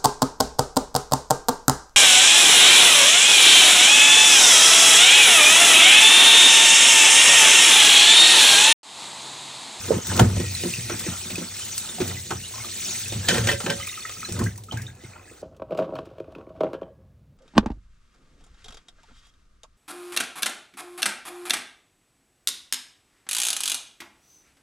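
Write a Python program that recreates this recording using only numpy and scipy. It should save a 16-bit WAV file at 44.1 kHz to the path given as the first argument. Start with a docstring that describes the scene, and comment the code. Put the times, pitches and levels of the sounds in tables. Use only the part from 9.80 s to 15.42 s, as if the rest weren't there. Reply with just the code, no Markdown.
"""In a boat's bilge, close to two microphone ports, seawater gushes through an open hull fitting from the start.
It sprays, sloshes and bubbles while hands knock and rub the fitting and the hull booms near 100 Hz.
From 3.5 s a hollow blanking cap grates into the fitting; from 4 s the leak gurgles under it, and by 4.8 s
the spray is faint. Water is noise and rising damped sines; solid parts are resonances struck or rubbed.
The ports hear the bass alike and the treble in opposite phase."""
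import sys
import numpy as np
from scipy import signal
from scipy.fft import rfft, irfft, next_fast_len
from scipy.io import wavfile
from scipy.ndimage import uniform_filter1d

SR = 44100
rng = np.random.default_rng(int(sys.argv[2]) if len(sys.argv) > 2 else 0)


def transcribe(u):
    """Save the signal u as a 16-bit wav file named by the first command-line argument.

    u: samples, shape (n,) or (channels, n), limited to [-1, 1]; the rate is SR.
    q: integer samples, one column per channel.
    """
    v = np.clip(np.atleast_2d(u).T, -1, 1)
    q = np.round(v * 32767).astype(np.int16)
    wavfile.write(sys.argv[1], SR, q)


N = 247842  # samples

# Table levels are relative: each function adds its own trim in dB.


def amp(db):
    """Amplitude ratio of a level in dB."""
    return 10 ** (np.asarray(db) / 20)


def unit(x):
    """Scale to an RMS of one."""
    return x / np.sqrt(np.mean(x ** 2) + 1e-20)


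def along(points, hz):
    """Read a curve of (frequency_hz, value) points on a log frequency axis."""
    point_hz, values = np.transpose(points)
    return np.interp(np.log(hz + 1), np.log(point_hz + 1), values)


def curves(rows):
    """One value per sample for each column after the time; -120 dB outside the table."""
    s, *columns = np.transpose(rows)
    return [np.interp(np.arange(N) / SR, s, column, -120, -120) for column in columns]


def milliseconds():
    """Clock in seconds for slow controls, one tick a millisecond."""
    return np.arange(0, N / SR + .001, .001)


def sampled(control):
    """A slow control interpolated to one value per sample."""
    return np.interp(np.arange(N) / SR, milliseconds(), control)


def swells(s, db, rise_s, t60):
    """Slow gain of each event, one a row, climbing then decaying in dB; also the time since each peak."""
    late = milliseconds() - np.c_[s]
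    climb = -late / np.maximum(rise_s, .01)  # rise_s and t60 are each the time for 60 dB
    decay = late / np.maximum(np.c_[t60], .01)
    return amp(np.c_[db] - 60 * np.maximum(climb, decay)), late


def filtered(x, response):
    """Multiply the spectrum by a complex response of frequency."""
    m = next_fast_len(N + SR // 2)
    return irfft(rfft(x, m) * response(np.fft.rfftfreq(m, 1 / SR)), m)[..., :N]


def coloured(x, spectrum):
    """Shape the spectrum by a dB curve, then scale to an RMS of one."""
    return unit(filtered(x, lambda hz: amp(along(spectrum, hz))))


def resonant(x, modes):
    """Pass through parallel causal resonances of alternating sign."""
    def response(f):
        total = 0
        for k, (centre, width, db) in enumerate(modes):
            band = 1j * f * width
            total = total + (-1) ** k * amp(db) * band / (centre * centre - f * f + band)
        return total
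    return filtered(x, response)


def near(hz, centre_hz, spread):
    """Weight of a mode by its distance in log pitch from where the part is excited."""
    return np.exp(-.5 * (np.log(hz / np.maximum(centre_hz, 1)) / spread) ** 2)


def patchy(depth_db):
    """Noise with patches of random gain in time and frequency."""
    z = signal.stft(rng.standard_normal(N), nperseg=256)[2]
    field = uniform_filter1d(rng.standard_normal(z.shape), 5, 0)
    field = uniform_filter1d(field, 6, 1)
    return signal.istft(z * amp(depth_db * unit(field)), nperseg=256)[1][:N]


def droplets(count, centre_hz, spread, cycles, size_db):
    """Random short bubbles, each a damped sine whose pitch rises."""
    draw = rng.random((count, 2))
    hz = np.clip(centre_hz * np.exp(spread * rng.standard_normal((count, 1))), 300, SR / 3)
    step = np.arange(350)
    turns = hz * step / SR
    # positive size_db: a few stand out loud; negative: a few are much fainter
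    size = amp(-size_db * np.log(np.maximum(draw[:, 1:], .02)))
    fade = np.exp(-turns / cycles) * (1 - np.exp(-turns))
    wave = size * fade * np.sin(2 * np.pi * turns * (1 + 0.048 * turns / cycles))
    where = (draw[:, :1] * N).astype(int) + step
    return unit(np.bincount(where.ravel(), wave.ravel(), N + len(step))[:N])


# Decay of the enclosed space: frequency_hz [Hz], t60_s [s]
BILGE_DECAY = [(200, 0.23), (2000, 0.12), (10000, 0.2)]


def bilge(x):
    """The small hard bilge answers with two noise tails, each frequency dying at its own speed."""
    hz, t, z = signal.stft(rng.standard_normal((2, SR // 3)), SR, nperseg=256)
    fade = amp(-60 * t / along(BILGE_DECAY, hz)[:, None])
    tail = signal.istft(z * fade, SR, nperseg=256)[1]
    return signal.fftconvolve(x[None], tail / np.linalg.norm(tail[0]), axes=1)[:, :N]


# Sea against the hull: frequency_hz [Hz], level_db [dB per Hz]
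RUMBLE_SPECTRUM = [(12, -48), (35, -3.5), (103, 0.5), (167, -16), (282, -11), (359, -4.5), (600, -13),
                   (780, -7.5), (1320, -120)]
RUMBLE_DB = -54.5


def rumble():
    """The sea against the hull is steady noise weighted to the bass."""
    return amp(RUMBLE_DB) * coloured(rng.standard_normal(N), RUMBLE_SPECTRUM)


# Weight landing on the hull panel: peak_s [s], level_db [dB], pitch_hz [Hz],
# rise_s [s to climb 60 dB], t60_s [s]; rise and decay times have a 0.01 s floor
THUMPS = [(0.188, -22, 98.45, 0.83, 0.031), (0.302, -19.5, 100.1, 0.14, 1), (0.416, -8, 116, .03, 0.5),
          (0.46, -11.5, 105.5, 0.24, 0.076), (0.528, -31, 93.5, 0.3, 0.18), (0.58, -15, 99, 0.18, 0.051),
          (0.62, -32, 123, -0.65, 0.18), (0.72, -29, 93.7, 0.67, 0.52), (0.85, -41, 104.8, 0.15, 1),
          (1.0, -42, 106.1, 0.53, 0.41), (1.111, -29, 116.9, 0.47, 0.48), (1.283, -26.5, 98.3, -0.33, 0.37),
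          (1.528, -32, 111, -0.25, 0.19), (1.66, -44.5, 92.9, 1.5, 0.43), (1.881, -44, 110.8, 0.56, 0.19),
          (1.989, -41, 110.7, 0.32, 0.069), (2.214, -25, 99, -0.08, 0.88), (2.3, -28.5, 91.4, -0.3, 0.34),
          (2.53, -25.5, 96.2, -1.56, 0.38), (2.789, -32.5, 120.2, 0.18, 0.22), (2.92, -53, 100.9, 0.54, 1),
          (3.13, -50.5, 113.2, 0, 0.69), (3.3, -45, 95.9, 0.5, 0.78), (3.373, -23.5, 114.9, 0.25, 0.24),
          (3.419, -29.5, 100, 0.47, 0.42), (3.551, -37, 118.7, -0.26, 0.46),
          (3.603, -15.5, 119.3, 0.11, 0.47), (3.655, -34, 107, 1, 0.2), (3.74, -27, 99.5, 0.04, 0.15),
          (3.929, -26.5, 123.3, 0.36, 0.32), (4.518, -25, 97.8, -0.08, 0.93),
          (4.618, -15, 114.7, -0.67, 0.26), (4.661, -33.5, 107.3, 0.44, 0.18), (4.839, -41.5, 114, 2, 0.2),
          (4.942, -22.5, 121.6, -0.46, 0.62), (5.249, -37.5, 108, -0.26, 0.7)]
# Hull panel resonances: centre_hz [Hz], width_hz [Hz], level_db [dB]
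PANEL_MODES = [(67.2, 28, -8), (92.4, 44, -5), (123.75, 5.2, 2.5), (156, 127, -26)]
REST_HZ, SETTLE_S, MURMUR_DB = 89.5, 0.08, -16  # murmur level against the spray curve


def hull():
    """Thumps raise the loaded panel's pitch by their gain-weighted mean; it settles as its modes murmur."""
    s, db, hz, rise_s, t60 = np.transpose(THUMPS)
    gain, late = swells(s, db, np.c_[rise_s], t60)
    boom = sampled(gain.sum(axis=0)) + amp(curves(FLOW)[0] + MURMUR_DB)
    raised_hz = np.c_[hz - REST_HZ] * np.exp(-np.maximum(late, 0) / SETTLE_S)
    lift_hz = sampled((gain * raised_hz).sum(axis=0)) / boom
    # water loading unsettles the pitch
    shake_hz = 3 * unit(uniform_filter1d(rng.standard_normal(N), size=900))
    turns = 2 * np.pi * np.cumsum(REST_HZ + shake_hz + lift_hz) / SR
    # the panel swings unevenly, which adds the octave
    tone = np.sqrt(2) * (np.sin(turns) + amp(-13) * np.cos(2 * turns))
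    murmur = unit(resonant(rng.standard_normal(N), PANEL_MODES))
    return boom * (0.35 * tone + 0.32 * murmur)


# Hands sliding on the fitting: peak_s [s], level_db [dB], centre_hz [Hz]
STROKES = [(0.141, -24.5, 429), (0.31, -39, 196), (0.38, -71, 325), (0.414, -20.5, 344), (0.45, -30.5, 183),
           (0.61, -29, 230), (0.868, -35, 280), (1.05, -45, 203.5), (1.25, -39.5, 294), (1.31, -43.5, 180),
           (1.532, -38, 181), (1.618, -37, 229), (2.236, -35.5, 229.7), (2.3, -34, 251), (2.37, -48, 184),
           (2.53, -41, 310), (2.943, -52, 294.5), (3.371, -45, 181.8), (3.47, -43.5, 500),
           (3.54, -29.5, 272), (3.58, -30, 403), (3.66, -34, 176), (3.707, -33.5, 384), (3.9, -32.5, 271),
           (3.938, -49, 354), (4.52, -41, 247), (4.57, -54, 220), (4.626, -24, 204.7), (4.95, -43.5, 249.1),
           (5.199, -53.5, 200)]
# Fitting and bilge floor resonances: centre_hz [Hz], width_hz [Hz], level_db [dB]
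BODY_MODES = [(181, 29, 4), (224, 39, 2), (280, 28, -2.5), (347.6, 31, 3.5), (472.5, 49, 1.5),
              (575, 39, -4), (687, 71, -2.5), (895, 200, -1)]
STROKE_RISE_S, STROKE_T60_S = 0.24, 0.11  # each for 60 dB
GRIP_DB, GRIP_HZ = -20, 270  # the held fitting shakes with the spray


def rubs():
    """Hands sliding on the fitting drive its modes near the pitch of the contact."""
    s, db, centre_hz = np.transpose(STROKES)
    gain = swells(s, db, STROKE_RISE_S, STROKE_T60_S)[0]
    grip = amp(curves(FLOW)[0] + GRIP_DB)
    rub = amp(20.5) * patchy(depth_db=4.5)
    out = np.zeros(N)
    for mode in BODY_MODES:
        hz = mode[0]
        drive = sampled(near(hz, centre_hz, 0.58) @ gain) + near(hz, GRIP_HZ, 0.31) * grip
        soft = resonant(rub * drive, [(hz, .8 * hz, 0)])  # a soft contact holds little treble
        out += resonant(soft, [mode])
    return out


# Blows on the fitting: start_s [s], body_level_db [dB], body_centre_hz [Hz],
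# hand_damping_t60_s [s], crack_level_db [dB], crack_t60_s [s]
KNOCKS = [(0.106, -0.5, 520, 0.052, -55, 0.033), (0.117, -4.5, 524, 0.034, -33, 0.028),
          (0.127, -19, 470, 0.062, -40, 0.04), (0.141, -23, 393, 0.081, -35, 0.21),
          (0.166, -10, 250, 0.061, -50, 0.034), (0.182, -13.5, 424, 0.032, -32, 0.026),
          (0.319, -18.5, 423, .08, -37, .04), (0.376, -24, 400, 0.054, -22.5, 0.04),
          (0.394, 0, 730, 0.069, -10.5, 0.025), (0.397, -5.5, 486, 0.089, -7, 0.016),
          (0.41, -12, 209, 0.33, -38, 0.042), (0.498, -28, 340, .3, -43, 0.021),
          (0.563, -23, 624, .3, -31, 0.094), (0.581, -32, 350, .3, -31, 0.023),
          (0.599, -24, 310, .3, -27.5, 0.061), (0.612, -28, 190, .3, -32, 0.035),
          (0.635, -30.5, 503, .3, -39, 0.064), (0.836, -18.5, 281, 0.64, -29, 0.059),
          (1.097, -23.5, 425, .3, -27.5, 0.053), (1.117, -22.5, 331, 0.25, -49, 0.028),
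          (1.141, -24, 240.3, 0.27, -36, 0.031), (1.265, -21.5, 395, 0.27, -40, 0.045),
          (1.282, -23, 182.4, 0.36, -45, 0.04), (1.503, -39, 353, .3, -29, 0.073),
          (1.581, -22, 283, 0.27, -33.5, 0.13), (2.092, -37.5, 274, .3, -34, 0.028),
          (2.203, -9.5, 307.4, 0.084, -31, 0.17), (2.213, -14, 335.5, 0.19, -30, 0.095),
          (2.222, -24, 230.4, 0.27, -49, .05), (2.506, -23, 335.2, 0.18, -26, 0.083),
          (2.524, -22, 297.3, 0.16, -53, 0.05), (3.322, -28.5, 342.9, .3, -29.5, 0.19),
          (3.486, -20.5, 477.8, .2, -11, 0.047), (3.508, -20, 190.5, 0.17, -26.5, 0.077),
          (3.582, -26, 384, .3, -18.5, 0.027), (3.672, -38, 180.7, .3, -16, 0.05),
          (3.714, -22, 590, .2, -26.5, 0.018), (3.803, -32, 537, 0.23, -28, 0.078),
          (3.863, -22, 382, 0.19, -22.5, 0.036), (3.902, -30, 187.5, .3, -18.5, 0.035),
          (4.294, -46, 347.6, 0.31, -29, 0.031), (4.488, -30.5, 376.6, 0.39, -36, 0.11),
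          (4.592, -29, 252, 0.17, -39, 0.019), (4.6, -21.5, 333, 0.23, -42, 0.036),
          (4.616, -19.5, 200, .3, -32, 0.018), (4.643, -30, 185, 0.27, -56, 0.04),
          (4.667, -24.5, 197, .3, -59, 0.031), (4.922, -30, 422, .2, -31, 0.036),
          (4.94, -31, 230, 0.27, -43, 0.05), (5.237, -36, 356, .2, -44, 0.026),
          (5.513, -34.5, 446, .1, -49, 0.025)]


def knocks():
    """Each blow rings the modes near its own pitch, at new strengths, after a soft rise."""
    out, t = np.zeros(N + SR), np.arange(SR // 6) / SR
    hz, width, db = np.transpose(BODY_MODES)[:, :, None]
    ring = np.exp(-np.pi * width * t) * (1 - np.exp(-t / 0.0018)) ** 2
    chance = rng.standard_normal((len(KNOCKS), 2, len(BODY_MODES), 1))
    for (s, knock_db, centre_hz, held_t60, *_), (strength, phase) in zip(KNOCKS, chance):
        weight = amp(db + 0.72 * strength) * near(hz, centre_hz, 0.22)
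        modes = weight * ring * np.sin(2 * np.pi * hz * t + 0.6 * phase)
        damping = amp(knock_db + 5.5 - 60 * t / max(held_t60, .01))
        out[round(s * SR):][:len(t)] += damping * modes.sum(axis=0) / np.linalg.norm(weight)
    return out[:N]


# Colour of the cracks: frequency_hz [Hz], level_db [dB per Hz]
CRACK_SPECTRUM = [(300, 2), (750, 12), (1300, -7), (2000, 3), (3400, 6), (5000, 0.5), (6500, 3.5),
                  (10000, -1.5), (16000, 0)]


def cracks():
    """Each knock starts with a splashy crack of decaying noise."""
    crack, t = np.zeros(N + SR), np.arange(SR // 3) / SR
    for s, *_, db, t60 in KNOCKS:
        fade = amp(db + 2.5 - 60 * t / max(t60, .005))
        crack[round(s * SR):][:len(t)] += fade * rng.standard_normal(len(t))
    norm = np.sqrt(np.mean(amp(2 * along(CRACK_SPECTRUM, np.arange(SR // 2)))))
    return filtered(crack[:N], lambda hz: amp(along(CRACK_SPECTRUM, hz)) / norm)


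# The cap grating in the fitting: peak_s [s], level_db [dB], t60_s [s], centre_hz [Hz]
GRINDS = [(3.486, -4.5, 0.15, 2400), (3.505, -20.5, 0.11, 1290), (3.541, -15.5, 0.29, 1700),
          (3.553, -30, 0.13, 560), (3.579, -24, 0.15, 500), (3.64, -23, 0.12, 1350),
          (3.675, -16, 0.15, 2200), (3.689, -12.5, 0.1, 1700), (3.717, -11, 0.11, 1290),
          (3.806, -43, 0.064, 1390), (3.865, -16, 0.074, 900), (3.9, -12, 0.065, 1500),
          (3.918, -24.5, 0.19, 800)]
# Hollow blanking cap resonances: centre_hz [Hz], width_hz [Hz, at least 12], level_db [dB]
CAP_MODES = [(370, 21, 2), (452, 27, -4), (556.2, 7.2, 7), (730, 15, -3), (974, 71, -15.5), (1430, 34, -13),
             (1574, 42, -6.5), (1714, 22, -10), (1814, 71, -8.5), (2014, 44, -12.5), (2340, 91, -15),
             (2620, 68, -12), (2970, 110, -10), (3150, 74, -9.5)]
GRIND_RISE_S = 0.015  # time to climb 60 dB
STRIKE_DB = 32  # impulse of the catch at each peak, added to the table level


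def cap():
    """Each contact catches once and grates, driving the cap's modes near its pitch; they ring on briefly."""
    s, db, t60, centre_hz = np.transpose(GRINDS)
    gain = swells(s, db, GRIND_RISE_S, t60)[0]
    grit = amp(13) * patchy(depth_db=4)
    out = np.zeros(N)
    for hz, width, mode_db in CAP_MODES:
        weight = near(hz, centre_hz, 0.86)
        grating = grit * sampled(weight @ gain)
        catches = np.bincount((s * SR).astype(int), weight * amp(db + STRIKE_DB), N)
        out += resonant(grating + catches, [(hz, max(width, 12), mode_db)])
    return out


# The leak gurgling under the cap: time_s [s], level_db [dB]
TRICKLE = [(3.95, -69), (4.0, -43.5), (4.13, -46), (4.26, -49), (4.35, -53.5), (4.44, -42.5), (4.55, -58),
           (4.62, -70), (4.69, -65), (4.74, -76), (4.86, -77), (4.9, -74), (4.98, -44.5), (5.05, -56),
           (5.09, -57.5), (5.15, -66), (5.24, -64), (5.35, -58), (5.42, -63), (5.5, -53), (5.62, -73.5)]
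# Air trapped round the cap: centre_hz [Hz], width_hz [Hz], level_db [dB]
POCKET_MODES = [(1275, 110, -2), (1618, 24, -1.5), (1966, 130, 3.5), (2570, 110, 6.5)]


def trickle():
    """Uneven bubbling rings the air pockets."""
    churn = droplets(count=1500, centre_hz=1669, spread=0.424, cycles=2.5, size_db=2.0)
    churn = churn + 0.5 * patchy(depth_db=6.0)
    return amp(curves(TRICKLE)[0]) * unit(resonant(churn, POCKET_MODES))


# Drops striking hard surfaces: start_s [s], level_db [dB]
SPLATS = [(0.269, -18.5), (0.365, -15), (0.75, -25), (1.195, -17), (1.557, -21.5), (1.979, -12.5),
          (2.2773, -18.5), (3.281, -21.5), (4.0706, -22), (4.405, -27), (4.5224, -20), (4.5915, -20),
          (4.639, -22.5), (4.759, -35), (4.777, -28.5), (4.837, -32), (4.9727, -26.5), (5.019, -28.5),
          (5.151, -42)]
SPLAT_T60_S = 0.033


def splats():
    """Drops striking hard surfaces are short ticks of noise, high-passed to sound bright."""
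    out, t = np.zeros(N + SR), np.arange(SR // 20) / SR
    for s, db in SPLATS:
        fade = amp(db + 2.5 - 60 * t / SPLAT_T60_S)
        out[round(s * SR):][:len(t)] += fade * rng.standard_normal(len(t))
    return filtered(out[:N], lambda f: (1j * f / 4500 / (1 + 1j * f / 4500)) ** 2)


# Large single bubbles: start_s [s], level_db [dB], pitch_hz [Hz at the start], t60_s [s]
BUBBLES = [(0.3166, -17, 867, .04), (0.749, -22, 4070, 0.034), (0.829, -20.5, 2910, 0.024),
           (0.9372, -16.5, 2670, 0.024), (1.4696, -29, 3600, 0.044), (1.5547, -26.5, 2530, 0.042),
           (1.8182, -30, 3040, 0.059), (2.09, -17, 3590, .03), (2.1824, -21.5, 724, 0.065),
           (2.307, -23, 1970, 0.028), (2.368, -35.5, 2000, 0.12), (2.51, -25.5, 1374, 0.076),
           (2.633, -28.5, 2830, 0.066), (2.6546, -26, 3830, .04), (2.7377, -29, 1010, .05),
           (2.7806, -31, 1086, .05), (2.804, -28, 2170, 0.059), (2.8449, -26.5, 1193, 0.044),
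           (3.259, -27, 2590, .04), (3.3015, -23, 3600, .04), (3.4296, -32.5, 1640, .04),
           (3.4457, -31, 1690, 0.055), (3.999, -30.5, 1230, 0.059), (4.01, -30, 3040, .12),
           (4.028, -31, 2080, .05), (4.073, -25, 2420, 0.034), (4.075, -27, 1206, .03),
           (4.09, -23, 3710, 0.033), (4.1285, -32.5, 2730, 0.049), (4.1747, -27.5, 1270, 0.047),
           (4.205, -26, 4340, .03), (4.2253, -27, 3530, .03), (4.25, -25, 1293, 0.054),
           (4.253, -23.5, 1914, 0.041), (4.2958, -30, 1230, 0.061), (4.366, -38, 1300, 0.068),
           (4.4085, -41, 2330, 0.023), (4.4298, -22.5, 1288, 0.044), (4.446, -25, 4050, .06),
           (4.454, -34, 1640, .06), (4.5003, -35, 2560, .04), (4.544, -37, 1650, 0.025),
           (4.565, -32, 2000, 0.025), (4.5897, -25, 1020, .03), (4.607, -33, 1910, .04),
           (4.6124, -19, 1054, .03), (4.663, -23.5, 1600, 0.046), (4.669, -24, 1960, 0.03),
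           (4.757, -35, 1895, 0.014), (4.782, -38.5, 970, 0.052), (4.79, -53, 2210, 0.033),
           (4.885, -39, 1273, 0.094), (4.911, -28, 3100, .05), (4.927, -32.5, 4050, 0.031),
           (4.959, -39, 1330, .04), (4.9711, -30, 1610, 0.1), (4.985, -34, 2220, .04),
           (5.035, -44, 2710, 0.038), (5.066, -31, 3660, 0.04), (5.0788, -39.5, 1603, 0.11),
           (5.2057, -42, 2000, .06), (5.2427, -39.5, 2110, 0.057), (5.333, -42.5, 2360, 0.052),
           (5.358, -44, 1373, .1), (5.475, -47, 1690, 0.084)]
SHED_DB, SHED_S = -20.5, 0.05  # weaker bubbles follow within SHED_S


def bubbles():
    """Each large bubble rises slightly in pitch, roughened by churn, and sheds five weaker ones of like pitch."""
    out, t = np.zeros(N + SR), np.arange(SR // 12) / SR
    churn = uniform_filter1d(rng.standard_normal((len(BUBBLES), len(t))), size=130, axis=1)
    shed = rng.random((len(BUBBLES), 5, 2))
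    for (s, db, hz, t60), rough, small in zip(BUBBLES, unit(churn), shed):
        fade = amp(db - 60 * t / max(t60, .01)) * (1 - np.exp(-t / 0.0012))
        fade = fade * (1 + 0.48 * rough)
        turns = 2 * np.pi * hz * t * (1 + 0.28 * t)
        out[round(s * SR):][:len(t)] += fade * np.sin(turns)
        for late, high in small:
            weaker = amp(SHED_DB) * fade * np.sin(turns * (0.93 + 0.219 * high))
            out[round((s + SHED_S * late) * SR):][:len(t)] += weaker
    return out[:N]


# Course of the water: time_s [s], spray_level_db [dB], pool_level_db [dB]
FLOW = [(0.0, -34.5, -40), (0.09, -32, -36), (0.21, -37, -62), (0.3, -28, -26.5), (0.41, -31, -27.5),
        (0.48, -36.5, -47), (0.86, -29.5, -43.5), (1.1, -33.5, -45.5), (1.3, -31.5, -39.5),
        (1.72, -35.5, -40), (1.8, -32, -39.5), (1.92, -32.5, -41), (2.16, -34.5, -40.5), (2.32, -33, -38),
        (2.43, -37, -54), (2.69, -36.5, -56), (2.76, -34.5, -37.5), (3.0, -31, -49.5), (3.1, -28, -38),
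        (3.41, -35.5, -50), (3.55, -27, -25.5), (3.63, -32.5, -32.5), (3.7, -24, -19), (3.76, -38, -70),
        (3.85, -34, -52), (4.08, -36, -53), (4.45, -38.5, -50.5), (4.66, -39, -37), (4.74, -50.5, -58),
        (4.85, -56, -68), (4.91, -49.5, -69), (4.93, -48, -40), (5.08, -50.5, -59), (5.15, -59, -54),
        (5.25, -48.5, -48), (5.4, -58, -44), (5.47, -51.5, -55), (5.62, -53, -51.5)]
# Colour of the spray: frequency_hz [Hz], level_db [dB per Hz]
SPRAY_SPECTRUM = [(900, -20), (1800, -7), (2500, -4.5), (3800, 1), (5000, -2.5), (6200, 3), (8500, 3.5),
                  (11000, -1.5), (14000, -1.5), (16000, 4)]
# Colour of the pool's slosh: frequency_hz [Hz], level_db [dB per Hz]
SLOSH_SPECTRUM = [(300, -75), (600, 8.5), (850, 10), (1100, 3.5), (1400, 8), (1900, -3), (2400, -11),
                  (3500, -13.5)]
# Water thrown against the bilge: peak_s [s], level_db [dB], t60_s [s]
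SLAPS = [(0.113, -28, 0.4), (0.397, -5, 0.11), (0.5, -28, 0.11), (1.1, -15.5, 0.18), (1.266, -30, 0.25),
         (2.204, -23.5, 0.12), (2.31, -32.5, 0.083), (2.509, -18, 0.11), (2.66, -45, 0.17),
         (3.098, -50, 0.46), (3.43, -45, .3), (3.49, -36, 0.37), (3.674, -35, 0.11), (3.804, -24, 0.13),
         (3.864, -20.5, 0.1), (3.908, -25.5, 0.2), (4.259, -39.5, 0.12), (4.598, -24.5, 0.096),
         (4.925, -25, 0.081)]
SLAP_RISE_S = 0.018  # time to climb 60 dB
# The jet singing in the open bore: time_s [s], level_db [dB]
WHISTLE = [(0.55, -70), (0.576, -55), (1.052, -57), (1.124, -54), (1.206, -57), (1.272, -53), (1.394, -79),
           (1.45, -55)]
# Bore resonances: centre_hz [Hz], width_hz [Hz], level_db [dB]
BORE_MODES = [(1914, 98, 13), (2560, 440, 10)]


def water():
    """The jet breaks into spray and fizz and sings in the bore; the pool below sloshes and bubbles."""
    spray_db, pool_db = curves(FLOW)
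    fizz = droplets(count=6000, centre_hz=5694, spread=0.611, cycles=5.3, size_db=-5)
    spray = coloured(patchy(depth_db=4.0) + 0.44 * fizz, SPRAY_SPECTRUM)
    gurgle = droplets(count=2200, centre_hz=1564, spread=0.406, cycles=9.3, size_db=2.0)
    # the gurgle's level is held below a ceiling
    pool = amp(np.minimum(pool_db, -42) - 13.0) * gurgle
    s, db, t60 = np.transpose(SLAPS)
    slaps = sampled(swells(s, db, SLAP_RISE_S, t60)[0].sum(axis=0))
    slosh = amp(-7.0) * (amp(pool_db) + slaps) * coloured(patchy(depth_db=5.0), SLOSH_SPECTRUM)
    sing = unit(resonant(resonant(rng.standard_normal(N), BORE_MODES), BORE_MODES))
    whistle = amp(curves(WHISTLE)[0] + 11.5) * sing
    return amp(spray_db + 3.5) * spray + slosh + pool + whistle


# Port difference against port sum, before the source levels: frequency_hz [Hz], ratio_db [dB]
APART = [(60, -41), (120, -33.5), (250, -16), (400, -8.5), (650, 5), (1200, -2), (2100, -13), (3300, 1.5),
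         (4600, -0.5), (5800, -3), (7000, 2), (8500, 4), (9800, 10.5), (11500, 47.5), (13500, 33.5),
         (15000, 5.5), (16000, 21.5)]
# Phase turn of the port difference: frequency_hz [Hz], phase_rad [radians]
LAG = [(150, 0.76), (400, 4.5), (900, 1.6), (4000, 1.68), (10000, 1.34)]


def scene():
    """Port sum and port difference share the sound by frequency; spray from all round differs between the ports."""
    solid = bubbles() + splats() + hull() + rubs() + knocks() + cracks() + cap() + trickle() + rumble()
    ahead, around = water(), water()
    # the echo carries little below 160 Hz
    echo = filtered(bilge(solid + ahead), lambda hz: 1 / (1 + (160 / (hz + 1)) ** 4))

    def turn(hz):
        """Angle that splits the sound between sum and difference."""
        return np.arctan(amp(along(APART, hz)))

    mid = solid + ahead + amp(-9.5) * echo[0]
    mid = filtered(mid, lambda hz: np.cos(turn(hz)))
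    side = 0.52 * solid + 0.42 * ahead + 0.28 * around + amp(-5.5) * echo[1]
    side = filtered(side, lambda hz: np.exp(1j * along(LAG, hz)) * np.sin(turn(hz)))
    return np.array([mid + side, mid - side])


CEILING, TOP_HZ = 0.88, 15950  # full-scale fraction, band limit in Hz


def record(dry):
    """The loudest peaks round off softly towards the ceiling; nothing above the band limit is kept."""
    rounded = dry / (1 + np.abs(dry / CEILING) ** 4) ** (1 / 4)
    return filtered(rounded, lambda hz: hz < TOP_HZ)


dry = scene()
out = record(dry)
transcribe(out)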